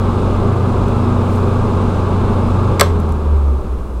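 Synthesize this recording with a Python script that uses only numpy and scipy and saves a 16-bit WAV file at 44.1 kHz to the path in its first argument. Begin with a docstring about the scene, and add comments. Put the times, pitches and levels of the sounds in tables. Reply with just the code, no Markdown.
"""Window air conditioner switched off

Turbulent air, a blade-passing tone and mains hum fill a small room; fingers rub and tick on a knob.
The rotary switch snaps over, and its impacts ring the plastic cabinet and overload the microphone.
The hum dies away, the fan coasts down through a cabinet resonance and the rush of air fades."""
import sys
import numpy as np
from scipy import signal
from scipy.fft import rfft, irfft
from scipy.io import wavfile
from scipy.ndimage import uniform_filter1d

SR = 44100
rng = np.random.default_rng(int(sys.argv[2]) if len(sys.argv) > 2 else 0)


def to_wav(sig):
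    """Store sig (one row per channel, or 1-D mono) as 16-bit WAV at the path in sys.argv[1].

    Samples outside -1..1 are clipped; the rate is SR.
    """
    pcm = np.clip(np.atleast_2d(sig), -1, 1) * 32767
    pcm = np.round(pcm).astype(np.int16)
    wavfile.write(sys.argv[1], SR, pcm.T)  # frames by channels


N = 176400
T = np.arange(N) / SR
FREQ_HZ = np.fft.rfftfreq(N, 1 / SR)
POWER_OFF_S, IMPACT_ATTACK_S = 2.7, 0.00038


def undb(db):
    """Amplitude ratio of a level in decibels."""
    return 10 ** (np.asarray(db) / 20)


def at_freq(points, hz):
    """Interpolation of (frequency, value) points on a logarithmic frequency axis."""
    known_hz, values = np.array(points, float).T
    return np.interp(np.log(np.maximum(hz, 1)), np.log(known_hz), values)


def noise(spectrum):
    """Spectral shaping: white noise filtered to the given relative levels, at unit rms."""
    shaped = irfft(rfft(rng.standard_normal(N)) * undb(at_freq(spectrum, FREQ_HZ)), N)
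    return shaped / shaped.std()


def wide_noise(spectrum, side_db):
    """Decorrelation: a side noise of opposite sign in each channel gives stereo width."""
    return noise(spectrum) + undb(side_db) * noise(spectrum) * np.array([[1], [-1]])


def wander(rate_hz):
    """Slow random modulation: smoothed steps with zero mean and unit variance."""
    hold = max(int(SR / rate_hz), 1)
    steps = rng.standard_normal(N)[np.arange(N) // hold]
    smooth = uniform_filter1d(uniform_filter1d(steps, hold), hold)
    return (smooth - smooth.mean()) / smooth.std()


def tone(phase, rms_db):
    """A sinusoid with a random starting phase."""
    return np.sqrt(2) * undb(rms_db) * np.sin(phase + rng.uniform(0, 2 * np.pi))


def strike(start_s, attack_s, decay_s):
    """Envelope of a damped transient: linear rise, exponential decay."""
    age = np.maximum(T - start_s, 0)
    return np.minimum(age / attack_s, 1) * np.exp(-np.maximum(age - attack_s, 0) / decay_s)


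# Blade tone as the cabinet resonates with it: time_s, level_db
BLADE_LEVELS = [(0, -17), (2.78, -17), (2.85, -13.5), (2.96, -14), (3.12, -17.5), (3.23, -17.5),
                (3.3, -12.5), (3.37, -10.5), (3.53, -12.5), (3.58, -16), (3.64, -32), (3.72, -17),
                (3.8, -26), (3.93, -23), (4, -19.5)]
# Weaker shaft harmonics at full speed: harmonic_number, level_db, unsteadiness_ratio
SHAFT_HARMONICS = [(2, -28, 0.1), (8, -30.5, 0.09), (22, -40, 0.29)]

def fan(speed, angle, blades=4):
    """Periodic forcing: blades pulse the air at multiples of the shaft rate, so pitch follows speed."""
    blade_db = np.interp(T, *np.array(BLADE_LEVELS).T)
    out = tone(blades * angle, blade_db) * (1 + 0.047 * wander(8.04))
    for harmonic, level_db, unsteadiness in SHAFT_HARMONICS:
        partial = tone(harmonic * angle + unsteadiness * wander(5), level_db)
        out += partial * (1 + unsteadiness * wander(5.14)) * speed ** 3
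    return out


# Mains hum partials: pitch_hz, level_db
HUM_PARTIALS = [(120, -23.5), (240, -27)]

def motor(release_s=0.094):
    """Magnetic forces vibrate the motor at even multiples of the mains frequency until power is cut."""
    envelope = np.exp(-np.maximum(T - POWER_OFF_S, 0) / release_s)
    hum = sum(tone(2 * np.pi * hz * T, db) * (1 + 0.36 * wander(5.9)) for hz, db in HUM_PARTIALS)
    return envelope * hum


# Air through the grille at full speed: frequency_hz, relative_level_db
AIR_SPECTRUM = [(100, -2), (165, -5), (220, 1), (260, -6), (310, -6), (350, -5.5), (395, -1.5), (470, -8),
                (570, -10), (680, -14), (790, -14), (860, -10.5), (950, -13), (1170, -11), (1350, -17.5),
                (1480, -23.5), (1560, -23), (1850, -36), (2100, -33), (2700, -32), (3100, -37), (3500, -35),
                (4200, -38), (4550, -43.5), (4900, -40.5), (5500, -46.5), (7000, -46.5), (9000, -48.5),
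                (10200, -56.5), (12000, -62), (15500, -72)]
# Loss of air noise as the fan slows: frequency_hz, loss_db_per_speed_halving
AIR_LOSS = [(100, 19), (250, 18.5), (400, 17.5), (1000, 20.5), (3000, 21), (10000, 29)]

def air(speed, angle, level_db=-18, flutter_db=0.4, swell_db=0.43):
    """Turbulence noise weakens with flow speed, treble fastest; each octave flutters independently."""
    spectrum = rfft(noise([(30, -15)] + list(AIR_SPECTRUM)))
    octave = np.clip(np.log2(np.maximum(FREQ_HZ, 1) / 100), 0, 7)
    out = 0
    for k in range(8):
        band = irfft(spectrum * np.maximum(1 - abs(octave - k), 0), N)
        slowing_db = at_freq(AIR_LOSS, 100 * 2 ** k) * np.log2(speed)
        out += band * undb(slowing_db + flutter_db * wander(18))
    return out * undb(level_db + swell_db * np.sin(angle))  # one swell per turn


# Low buffeting: frequency_hz, relative_level_db
RUMBLE_SPECTRUM = [(8, 2), (19, 30), (30, 9), (45, 23), (58, 16.5), (74, 19), (88, 11.5), (120, -42)]
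# Steady hiss: frequency_hz, relative_level_db
HISS_SPECTRUM = [(100, 8), (500, 6), (2000, 1), (5000, -2), (7000, -1.5), (8700, -.5), (10000, -4),
                 (11500, -8.5), (13000, -11), (15500, -13.5)]

def background():
    """Stationary noise: a floor of rumble and hiss, independent of fan speed."""
    return undb(-24.5) * noise(RUMBLE_SPECTRUM) + undb(-53.5) * noise(HISS_SPECTRUM)


# Finger slides on the knob: centre_s, half_length_s, level_db
SLIDES = [(1.35, .03, -51.5), (1.36, .2, -57)]
# Skin rubbing on plastic: frequency_hz, relative_level_db
SLIDE_SPECTRUM = [(2000, -8), (6000, 0), (9000, 1), (12000, -4), (15500, -7)]
# Ticks of the knob: start_s, level_db
KNOB_TICKS = [(0.883, -38), (3.0006, -37), (3.0919, -43), (3.122, -36.5)]
# Colour of a tick: frequency_hz, relative_level_db
TICK_SPECTRUM = [(1000, -10), (4000, -5), (7000, 4), (11000, 1), (15500, -12)]

def fingers(grain_db=2, tick_decay_s=0.0022):
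    """Friction of dry skin makes grainy noise; small impacts tick as the knob moves in its play."""
    slides = sum(undb(db) * np.exp(-((T - centre) / half) ** 2) for centre, half, db in SLIDES)
    ticks = sum(undb(db) * strike(start, IMPACT_ATTACK_S, tick_decay_s) for start, db in KNOB_TICKS)
    grain = undb(grain_db * wander(150))
    return slides * grain * noise(SLIDE_SPECTRUM) + ticks * noise(TICK_SPECTRUM)


# Switch contacts, two strong and one faint: start_s, crack_db, decay_s, cabinet_blow_db
CONTACTS = [(2.7964, -10.5, 0.0047, -9), (2.8097, 5, .0015, 2), (2.829, -26, .003, -25)]
# Crack of a contact: frequency_hz, relative_level_db
CRACK_SPECTRUM = [(400, -12), (1200, -4), (2200, 5), (2800, -4.5), (4300, 0.5), (5100, -4), (6000, 1.5),
                  (7000, -10.5), (8000, 3), (9500, -14), (12000, -4.5), (14000, -20), (16000, -18)]
# Modes of the cabinet front: pitch_hz, relative_level_db, t60_s
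CABINET_MODES = [(418.4, -8, 0.15), (565, -5, .075), (680, -6.5, 0.026), (943, -13.5, 0.034),
                 (1068, -10, .07), (1168, -4, 0.032), (1315, -9, 0.049), (1543, -16, 0.066),
                 (1640, -15.5, 0.057), (2210, -19, .05), (3410, -20.5, 0.036), (4580, -18, 0.03)]

def switch(ring_lag_s=0.0012, ring_attack_s=0.0034):
    """Impact excitation: each contact radiates a broadband crack and rings the cabinet's damped modes."""
    out = np.zeros((2, N))
    for start_s, crack_db, decay_s, blow_db in CONTACTS:
        crack = wide_noise(CRACK_SPECTRUM, side_db=-10.5)
        out += undb(crack_db) * crack * strike(start_s, IMPACT_ATTACK_S, decay_s)
        for pitch_hz, mode_db, t60_s in CABINET_MODES:
            ring = strike(start_s + ring_lag_s, ring_attack_s, t60_s / np.log(1000))
            out += undb(blow_db + mode_db) * ring * np.sin(2 * np.pi * pitch_hz * (T - start_s))
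    return out


# Reflections in a furnished room: frequency_hz, relative_level_db
ROOM_SPECTRUM = [(200, -4), (1000, 1.5), (2500, 6), (5500, -3), (8000, -4), (9500, -2), (12500, -5),
                 (15000, -7)]

def room(direct, level_db=-20.5, t60_s=0.23, delay_s=0.0055):
    """Reverberation: convolution with decaying noise adds dense reflections to the direct sound."""
    tail = wide_noise(ROOM_SPECTRUM, side_db=-25) * strike(delay_s, delay_s, t60_s / np.log(1000))
    tail /= np.linalg.norm(tail[0])
    return direct + undb(level_db) * signal.fftconvolve(direct, tail, axes=1)[:, :N]


def scene(shaft_hz=23.2, half_speed_after_s=2.3):
    """Superposition of all sources; quadratic air drag slows the fan once the power is cut."""
    coasting_s = np.maximum(T - POWER_OFF_S, 0)
    speed = (1 + 0.0015 * wander(2)) / (1 + coasting_s / half_speed_after_s)  # 1 is full speed
    angle = 2 * np.pi * shaft_hz * np.cumsum(speed) / SR
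    noise_floor = background()
    machine = fan(speed, angle) + motor() + air(speed, angle)
    return machine + noise_floor + room(switch() + fingers())


def record(dry, cutoff_hz=15850):
    """Overload and band limiting: the snap clips at full scale, then a low-pass cuts the top treble."""
    low_pass = signal.ellip(10, 0.1, 80, cutoff_hz, fs=SR, output="sos")
    return signal.sosfilt(low_pass, np.clip(dry, -1, 1))


dry = scene()
out = record(dry)
to_wav(out)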